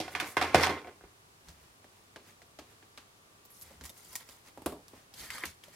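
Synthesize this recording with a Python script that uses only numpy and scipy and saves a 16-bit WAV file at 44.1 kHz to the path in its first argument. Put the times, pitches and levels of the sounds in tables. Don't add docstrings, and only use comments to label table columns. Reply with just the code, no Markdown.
import sys
import numpy as np
from scipy import signal
from scipy.fft import rfft, irfft, next_fast_len
from scipy.io import wavfile

SR = 44100
rng = np.random.default_rng(int(sys.argv[2]) if len(sys.argv) > 2 else 0)


def wav_out(sig):
    wavfile.write(sys.argv[1], SR, np.round(np.clip(np.atleast_2d(sig).T, -1, 1) * 32767).astype(np.int16))


N = 253575
TIME = np.arange(N) / SR


def from_db(db):
    return 10 ** (np.asarray(db) / 20)


def rms(x):
    return np.sqrt(np.mean(x ** 2) + 1e-20)


def at_hz(points, hz):
    f, value = np.transpose(points)
    return np.interp(np.log(np.maximum(hz, 1)), np.log(f), value)


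def band(x, low, high):
    return signal.sosfilt(signal.butter(3, [low, high], "band", fs=SR, output="sos"), x)


def coloured(pair, colour, likeness):
    size = pair.shape[1]
    padded = next_fast_len(size)
    hz = np.fft.rfftfreq(padded, 1 / SR)
    mid, side = rfft(pair, padded) * from_db(at_hz(colour, hz))
    alike = np.clip(at_hz(likeness, hz), -1, 1)
    shared = np.sqrt(1 + alike) * mid
    opposed = np.sqrt(1 - alike) * side * [[1], [-1]]
    out = irfft(shared + opposed, padded)[:, :size]
    return out / rms(out)


def noise(colour, likeness, size=N):
    return coloured(rng.standard_normal((2, size)), colour, likeness)


def dying(t, t60):
    return np.exp(-np.log(1000) * t / t60)


# frequency in Hz, correlation from -1 to 1.
NEAR_LIKENESS = [(100, 1), (400, 0.99), (750, 0.93), (1600, 0.77), (4000, 0.39), (9000, 0.26)]


def ringing(modes, t, spread_db):
    hz, db, t60 = np.transpose(modes)[:, :, None]
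    strength = from_db(db + spread_db * rng.standard_normal(hz.shape)) * rng.choice([-1, 1], hz.shape)
    skew = np.arccos(np.clip(at_hz(NEAR_LIKENESS, hz), -1, 1)) / 2 * rng.choice([-1, 1], hz.shape)
    fade = strength * dying(t, t60)
    return np.array([(fade * np.sin(2 * np.pi * hz * t + side * skew)).sum(0) for side in (1, -1)])


def panned(pan_db, hz):
    return from_db(np.array([[.5], [-.5]]) * pan_db * min(1, hz / 2000))


ZONE_EDGES_HZ = [60, 200, 900, 2800, 16000]
ROOM_DB, ROOM_BUILD_S, WALL_CUT_HZ = 2, 0.0016, 17000


def blows(rows, modes, colour, thud_db, pan_db, clear_db, spot_db, spot_cycles,
          crack_t60, echo_s, echo_db, tail_db, tail_t60, rise_s):
    t = np.arange(int(.4 * SR)) / SR
    attacks = [t < .04, t < .012, t < .012, t < .012]
    out = np.zeros((2, N + len(t)))
    reflection = from_db(echo_db) * (t > echo_s) * dying(np.abs(t - echo_s), crack_t60)
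    crack = np.hypot(dying(t, crack_t60), reflection)
    build_up = 1 - np.exp(-t / ROOM_BUILD_S)
    tail = from_db(tail_db + ROOM_DB) * dying(t, tail_t60) * build_up
    walls = signal.butter(1, WALL_CUT_HZ, fs=SR)
    for s, body_db, ring_db, crack_db, spot_hz in rows:
        direct = noise(colour, NEAR_LIKENESS, len(t)) * crack
        returned = signal.lfilter(*walls, noise(colour, NEAR_LIKENESS, len(t))) * tail
        dense = direct + returned
        clear = ringing(modes, t, spread_db=4.0)
        spot = ringing([(spot_hz, 0, spot_cycles / spot_hz)], t, spread_db=0)
        layers = [(dense, 0), (clear, clear_db), (spot, spot_db)]
        hit = sum(from_db(db) * x / rms(x[:, attacks[1]]) for x, db in layers)
        hit = hit * (1 - np.exp(-t / rise_s))
        start = max(0, round(s * SR))
        levels_db = body_db + thud_db, body_db, ring_db, crack_db
        for low, high, db, attack in zip(ZONE_EDGES_HZ, ZONE_EDGES_HZ[1:], levels_db, attacks):
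            part = band(hit, low, high)
            gain = from_db(db) * panned(pan_db, high)
            out[:, start:start + len(t)] += gain * part / rms(part[:, attack])
    return out[:, :N]


STROKE_SHAPE = 1.28


def strokes(rows):
    peak_s, rise_s, fall_s, *columns = np.transpose(rows)[:, :, None]
    away = np.maximum((peak_s - TIME) / rise_s, (TIME - peak_s) / fall_s)
    swell = 10 ** -np.minimum(np.abs(away) ** STROKE_SHAPE, 10)
    return [np.linalg.norm(from_db(db) * swell, axis=0) for db in columns]


def slips(per_s, spread_db, smooth):
    sizes = (rng.random(N) < per_s / SR) * from_db(spread_db * np.minimum(rng.exponential(1, N), 4))
    grains = signal.lfilter([1], [1, -np.exp(-1 / (0.00044 * SR))], sizes + 1e-18)
    return (grains / rms(grains) + smooth) * rng.standard_normal((2, N))


def resonance(x, hz, q):
    return signal.lfilter(*signal.iirpeak(hz, q, fs=SR), x + 1e-18)


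def crackle(per_s, spread_db, q, smooth):
    pitches = np.geomspace(900, 15000, 28)
    sizes = (rng.random(N) < per_s / SR) * from_db(spread_db * np.minimum(rng.exponential(1, N), 3))
    clicks = sizes * rng.choice([-1, 1], (2, N))
    dealt = rng.integers(0, len(pitches), N)
    snaps = sum(resonance(clicks * (dealt == k), hz, q) for k, hz in enumerate(pitches))
    return snaps / rms(snaps) + smooth * rng.standard_normal((2, N))


def friction(rows, grains, colour, modes, ring_db, pan_db):
    drag_gain, hiss_gain = strokes(rows)
    rub = coloured(grains, colour, NEAR_LIKENESS)
    response = ringing(modes, TIME[TIME < .2], spread_db=1)
    rung = signal.fftconvolve(grains[:1], response, axes=1)[:, :N]
    rub = rub + from_db(ring_db) * rung / rms(rung)
    drag = band(rub, ZONE_EDGES_HZ[0], ZONE_EDGES_HZ[3])
    hiss = band(rub, *ZONE_EDGES_HZ[3:])
    return (drag_gain * drag / rms(drag) + hiss_gain * hiss / rms(hiss)) * panned(pan_db, ZONE_EDGES_HZ[3])


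def whistle(hz, width_hz):
    waver = signal.sosfilt(signal.butter(2, width_hz, fs=SR, output="sos"), rng.standard_normal((2, N)))
    tone = np.sin(2 * np.pi * np.cumsum(hz) / SR)
    return coloured(waver * tone, [(1, 0)], NEAR_LIKENESS)


# frequency in Hz, relative level in dB per Hz.
AIR_COLOUR = [(15, -51), (25, -18.5), (108, -6.5), (149, -10), (263, -12.5), (416, -10), (476, -14),
              (1130, -12), (1610, -16), (1890, -16.5), (2110, -18), (2350, -17.5), (3160, -19),
              (10700, -24), (16000, -32)]
# frequency in Hz, correlation from -1 to 1.
AIR_LIKENESS = [(100, 0.93), (300, 0.666), (750, 0.025), (1600, -0.55), (4000, -0.14), (9000, -0.077)]
# peak in seconds, rise in seconds, fall in seconds, rms level in dB.
WHINE = [(3.6, 3.0, 0.46, -76)]
AIR_DB, MAINS_DB = -60.5, -77
MAINS_HZ, WHINE_HZ = 100, 1170


def room_tone():
    whine_gain, = strokes(WHINE)
    hum = from_db(MAINS_DB) * np.sin(2 * np.pi * MAINS_HZ * TIME)
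    whine = whine_gain * np.sin(2 * np.pi * WHINE_HZ * TIME)
    hiss = from_db(AIR_DB) * noise(AIR_COLOUR, AIR_LIKENESS)
    return hiss + np.sqrt(2) * (hum + whine)


# body 200-900 Hz in dB, ring 900-2800 Hz in dB, crack above 2800 Hz in dB; pitch of the struck spot in Hz.
HOLDER_KNOCKS = [(0.001, -32.5, -60, -36.5, 322), (0.079, -42, -42, -50.5, 730),
                 (0.15, -43, -29, -38.5, 2430), (0.2, -49, -30, -34.5, 2470), (0.221, -39.5, -41, -65, 300),
                 (0.368, -28, -22.5, -35, 1066), (0.413, -30, -25.5, -35, 740),
                 (0.425, -45.5, -33.5, -34.5, 3860), (0.441, -33, -39.5, -52, 797.5),
                 (0.545, -14, -18.5, -25.5, 703), (0.608, -33, -40, -38, 1500),
                 (0.634, -48, -23, -27.5, 5370), (0.697, -31, -34.5, -41.5, 1500),
                 (0.845, -48, -49, -68, 2250), (0.871, -45, -50.5, -61.5, 2240),
                 (1.009, -58.5, -57, -77, 1430), (1.038, -51, -58, -77, 400)]
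# peak in seconds, rise in seconds, fall in seconds,
# drag below 2800 Hz in dB and hiss above 2800 Hz in dB, both before the layer gain.
RUMMAGE = [(0.02, .03, 0.089, -39.5, -53), (0.245, 0.22, 0.12, -38.5, -48.5),
           (0.445, 0.065, 0.16, -32.5, -44), (0.57, 0.064, 0.14, -25.5, -39.5),
           (0.645, .06, 0.053, -26, -26.5), (0.665, .13, 0.14, -27.5, -42), (0.782, 0.077, .04, -39, -56),
           (0.89, .05, 0.046, -48, -72)]
# peak in seconds, rise in seconds, fall in seconds, level in dB.
BRIGHT_HISSES = [(.13, 0.051, 0.027, -53.5), (.201, 0.003, 0.023, -40.5), (.275, 0.048, 0.098, -48),
                 (.32, 0.037, 0.036, -53)]
# frequency in Hz, relative level in dB per Hz.
BRIGHT_HISS_COLOUR = [(2000, -30), (6000, -9), (8300, -7), (12000, -7), (16000, -16)]
# frequency in Hz, relative level in dB, 60 dB decay time in seconds.
HOLDER_MODES = [(84.6, -4, 0.27), (145.2, -11, 0.43), (172, -14.5, .2), (300, -10, 0.41), (373, -7, 0.075),
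                (443, -24, .16), (530, -18.5, 0.17), (696.7, 4, 0.055), (737, 8, 0.0667),
                (850, -10.5, 0.19), (954, -3, .12), (1065, -8.5, 0.35), (1203, -10, 0.28), (1465, -8, 0.13),
                (1468.5, -0.5, 0.12), (1529, -8, 0.19), (1794, -9, 0.15), (1869, -7, 0.086),
                (2090, 1, 0.089), (2430, -9, 0.12), (3260, -11, 0.28), (3595, -5, 0.063),
                (4165, -9.5, 0.11), (5180, -23.5, 0.06)]
# frequency in Hz, relative level in dB per Hz.
HOLDER_COLOUR = [(60, -27), (200, -5), (400, 5.5), (800, -3.5), (2300, -3), (3200, -10.5), (5300, -11.5),
                 (7000, -19), (12000, -22.5), (16000, -40.5)]


def tool_holder():
    knocks = blows(HOLDER_KNOCKS, HOLDER_MODES, HOLDER_COLOUR, thud_db=-17, pan_db=-2.5,
                   clear_db=-2, spot_db=-2.5, spot_cycles=26, crack_t60=0.032, echo_s=0.0099,
                   echo_db=-5.5, tail_db=-13, tail_t60=0.35, rise_s=0.00041)
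    rubbing = slips(per_s=560, spread_db=3.5, smooth=.7)
    ticking = crackle(per_s=1000, spread_db=-0.5, q=41.8, smooth=.1)
    grains = rubbing + from_db(-2) * ticking
    scrape = friction(RUMMAGE, grains, HOLDER_COLOUR, HOLDER_MODES, ring_db=-4, pan_db=-1.0)
    hiss_gain, = strokes(BRIGHT_HISSES)
    hisses = hiss_gain * noise(BRIGHT_HISS_COLOUR, NEAR_LIKENESS)
    return from_db(-1.0) * knocks + from_db(-3.5) * scrape + hisses


# peak in seconds, level in dB before the layer gain.
PRESSES = [(1.05, -60.5), (1.5, -57.5), (1.64, -63), (3.66, -58.5), (3.74, -60), (3.83, -53.5),
           (4.1, -63.5), (4.95, -65.5), (5.224, -54), (5.31, -66), (5.475, -59)]
# peak in seconds, rise and fall alike in seconds, level in dB.
RUBS = [(1.495, 0.074, -58), (1.64, .16, -64), (1.98, .15, -67.5), (2.29, 0.075, -57), (2.72, .09, -63.5),
        (3.71, .13, -60.5), (4.479, 0.05, -54.5), (4.97, .11, -59), (5.231, 0.094, -50.5),
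        (5.7, 0.14, -64.5)]
# frequency in Hz, relative level in dB per Hz.
RUMBLE_COLOUR = [(25, -22), (50, -1.5), (80, 4), (120, -27), (165, 0), (260, -36), (1000, -65)]
# frequency in Hz, relative level in dB per Hz.
SKIN_COLOUR = [(60, -9), (250, -1), (700, -4.5), (1200, -8), (2000, -4.5), (3200, -10), (9000, -13),
               (16000, -18)]
PRESS_RISE_S, PRESS_FALL_S = 0.059, 0.098


def hands():
    rumble_gain, = strokes([(s, PRESS_RISE_S, PRESS_FALL_S, db) for s, db in PRESSES])
    rub_gain, = strokes([(s, swell_s, swell_s, db) for s, swell_s, db in RUBS])
    rub = coloured(crackle(per_s=1500, spread_db=6.0, q=6.2, smooth=2.0), SKIN_COLOUR, NEAR_LIKENESS)
    rumble = noise(RUMBLE_COLOUR, NEAR_LIKENESS)
    return from_db(-0.5) * rumble_gain * rumble + rub_gain * rub


# body 200-900 Hz in dB, ring 900-2800 Hz in dB, crack above 2800 Hz in dB; pitch of the struck spot in Hz.
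TIP_PICKS = [(1.485, -73, -62, -56, 6160), (1.843, -58.5, -62, -68, 1800), (2.16, -51, -49, -58, 1630),
             (2.418, -62, -59, -63.5, 2040), (2.588, -48.5, -51, -54, 613),
             (2.826, -62, -60.5, -71.5, 1700), (2.975, -58.5, -50, -53.5, 3470),
             (3.709, -56.5, -72, -75, 393), (3.81, -55, -53.5, -56, 1640), (4.289, -59, -58, -55.5, 2540)]
# start in seconds, body, ring and crack in dB
# before the layer gain, pitch of the struck spot in Hz.
TOOL_DOWN = [(4.574, -45, -52.5, -59.5, 290), (4.619, -48, -56, -57, 300), (4.66, -27.5, -36, -36.5, 307),
             (4.668, -34, -45, -67, 530), (4.722, -39.5, -52, -54.5, 420), (4.882, -78, -63, -54, 5800),
             (4.933, -50, -72.5, -76, 634)]
# frequency in Hz, relative level in dB, 60 dB decay time in seconds.
TABLE_MODES = [(73, 9, 0.16), (155.6, -8.5, 0.42), (244.7, -5, 0.17), (266, -7, 0.073), (413, 0, 0.17),
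               (534, -13, 0.22), (700.4, 4, 0.034), (760, -27, 0.064), (905, 1, 0.0078), (1037, -19.5, 0.2),
               (1160, -43, 0.011), (1630, 1, 0.1)]
# frequency in Hz, relative level in dB per Hz.
TABLE_COLOUR = [(60, -33), (300, -1), (800, -7.5), (1500, -16.5), (2500, -15.5), (4500, -3.5), (7000, -7.5),
                (11000, -13.5), (16000, -19)]
# frequency in Hz, relative level in dB per Hz.
LANDING_COLOUR = [(60, -12), (300, 2), (800, -3.5), (1300, -7), (2000, -17.5), (4500, -18), (6000, -24),
                  (9000, -17.5), (12500, -18), (16000, -26)]


def pointed_tool():
    picks = blows(TIP_PICKS, TABLE_MODES, TABLE_COLOUR, thud_db=-16, pan_db=-0.4,
                  clear_db=-12.5, spot_db=-10, spot_cycles=13, crack_t60=0.031, echo_s=0.0059,
                  echo_db=-5, tail_db=-14, tail_t60=0.28, rise_s=0.00022)
    landing = blows(TOOL_DOWN, TABLE_MODES, LANDING_COLOUR, thud_db=-17.5, pan_db=-1.5,
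                    clear_db=-5, spot_db=-2, spot_cycles=7.9, crack_t60=0.025, echo_s=0.005,
                    echo_db=-7, tail_db=-14.0, tail_t60=0.25, rise_s=0.00021)
    return from_db(1.05) * picks + from_db(-1.5) * landing


# peak in seconds, starting pitch in Hz,
# fall in seconds, level in dB.
GLUE_SQUEAKS = [(3.451, 14800, .022, -55), (3.507, 11800, .1, -56.5), (3.594, 12300, .03, -55),
                (3.624, 11800, .02, -45.5)]
SQUEAK_RISE_S, SQUEAK_SAG_OCTAVES_PER_S = 0.0091, 5.5


def glue_squeaks():
    s, start_hz, fall_s, db = np.transpose(GLUE_SQUEAKS)
    latest = np.maximum(np.searchsorted(s - SQUEAK_RISE_S, TIME) - 1, 0)
    sagging_s = np.clip(TIME - s[latest], 0, fall_s[latest])
    hz = start_hz[latest] * 2 ** (-SQUEAK_SAG_OCTAVES_PER_S * sagging_s)
    gain, = strokes([(s, SQUEAK_RISE_S, fall_s, db) for s, _, fall_s, db in GLUE_SQUEAKS])
    return gain * whistle(hz, width_hz=900)


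# peak in seconds, rise in seconds, fall in seconds,
# drag below 2800 Hz in dB and hiss above 2800 Hz in dB, both before the layer gain.
PEEL = [(3.555, 0.046, 0.15, -76, -59.5), (3.655, 0.073, 0.16, -64, -61), (3.868, 0.052, 0.05, -58, -52),
        (3.98, .07, 0.11, -63, -56), (4.05, .05, .07, -65, -57.5), (4.14, 0.11, .09, -58, -52),
        (4.21, 0.022, 0.041, -53, -56), (4.315, 0.11, 0.12, -61, -58)]
# start in seconds, body, ring and crack in dB
# before the layer gain, pitch of the struck spot in Hz.
LINER_SNAPS = [(3.451, -64.5, -72, -59, 14500), (3.503, -75.5, -68, -64, 11870),
               (3.612, -73, -74, -51, 11440), (3.623, -73, -68, -53, 12700), (3.838, -71, -53, -48.5, 7060),
               (3.853, -76, -51, -46, 9150), (3.894, -56, -56, -47.5, 3630), (4.13, -70, -65, -52, 7000),
               (4.154, -55.5, -42, -35, 7070)]
# frequency in Hz, relative level in dB per Hz.
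LINER_COLOUR = [(60, -15), (700, -9.5), (1900, -13.5), (3000, -7), (5000, 1.5), (7200, 2.5), (9500, 2),
                (12500, 0.5), (16000, -4.5)]
# frequency in Hz, relative level in dB,
# 60 dB decay time in seconds.
CARD_MODES = [(250, -18.5, 0.024), (498, -16, 0.17), (1054, -7.5, 0.066), (1404, -11, 0.048),
              (1880, -2, 0.062), (2250, 14.5, 0.0069), (3080, 0, 0.014), (4720, 0, 0.034),
              (7110, -23, 0.028)]


def tape_liner():
    threads = crackle(per_s=1800, spread_db=3.0, q=25, smooth=1.0)
    peel = friction(PEEL, threads, LINER_COLOUR, CARD_MODES, ring_db=-21.5, pan_db=0.2)
    snaps = blows(LINER_SNAPS, CARD_MODES, LINER_COLOUR, thud_db=-13.5, pan_db=0.0,
                  clear_db=-14.5, spot_db=-9, spot_cycles=190, crack_t60=0.027, echo_s=0.0062,
                  echo_db=-2.5, tail_db=-13, tail_t60=0.18, rise_s=0.00028)
    return from_db(0.5) * peel + from_db(-1) * snaps + glue_squeaks()


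# peak in seconds, rise in seconds, fall in seconds,
# drag below 2800 Hz in dB and hiss above 2800 Hz in dB, both before the layer gain.
CARD_SLIDE = [(5.195, 0.053, 0.15, -56.5, -45), (5.243, 0.034, 0.092, -50.5, -51),
              (5.355, 0.1, 0.097, -44.5, -45), (5.43, 0.077, .09, -47.5, -50.5),
              (5.475, 0.061, .09, -60, -51.5), (5.745, 0.036, .05, -59.5, -56.5)]
# time in seconds, frequency in Hz.
CARD_GAP = [(5.18, 3453), (5.24, 2184), (5.31, 2070), (5.39, 1230), (5.455, 2080)]
GAP_DB = -11


def card_gap():
    drag_gain, _ = strokes(CARD_SLIDE)
    gap_hz = np.interp(TIME, *np.transpose(CARD_GAP))
    return from_db(GAP_DB) * drag_gain * whistle(gap_hz, width_hz=300)


# start in seconds, body, ring and crack in dB,
# pitch of the struck spot in Hz.
CARD_FLICKS = [(5.139, -64, -74, -51.5, 5000), (5.303, -62, -39, -44.5, 2050),
               (5.381, -62, -45.5, -50.5, 1220), (5.436, -43.5, -33, -54, 2045),
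               (5.454, -60, -58.5, -40.5, 12000), (5.637, -62.5, -54, -53.5, 3200),
               (5.681, -56.5, -73, -62, 582)]
# frequency in Hz, relative level in dB per Hz.
CARD_COLOUR = [(60, -14.5), (300, -1.5), (700, -11), (1300, 0), (2100, 0), (3500, 0.5), (6000, -0.5),
               (10000, -2.5), (13500, -4), (16000, -20)]


def cardstock():
    grain = crackle(per_s=3400, spread_db=4.0, q=62.0, smooth=1.0)
    slide = friction(CARD_SLIDE, grain, CARD_COLOUR, CARD_MODES, ring_db=-5, pan_db=-1.0)
    flicks = blows(CARD_FLICKS, CARD_MODES, CARD_COLOUR, thud_db=-17.5, pan_db=0.0,
                   clear_db=-8.5, spot_db=-2.5, spot_cycles=21, crack_t60=0.034, echo_s=0.0027,
                   echo_db=-8, tail_db=-8.5, tail_t60=0.18, rise_s=0.00029)
    return from_db(-1.0) * slide + flicks + card_gap()


def scene():
    return room_tone() + tool_holder() + hands() + pointed_tool() + tape_liner() + cardstock()


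def record(dry):
    return signal.sosfilt(signal.ellip(10, .3, 80, 16000, fs=SR, output="sos"), dry)


dry = scene()
out = record(dry)
wav_out(out)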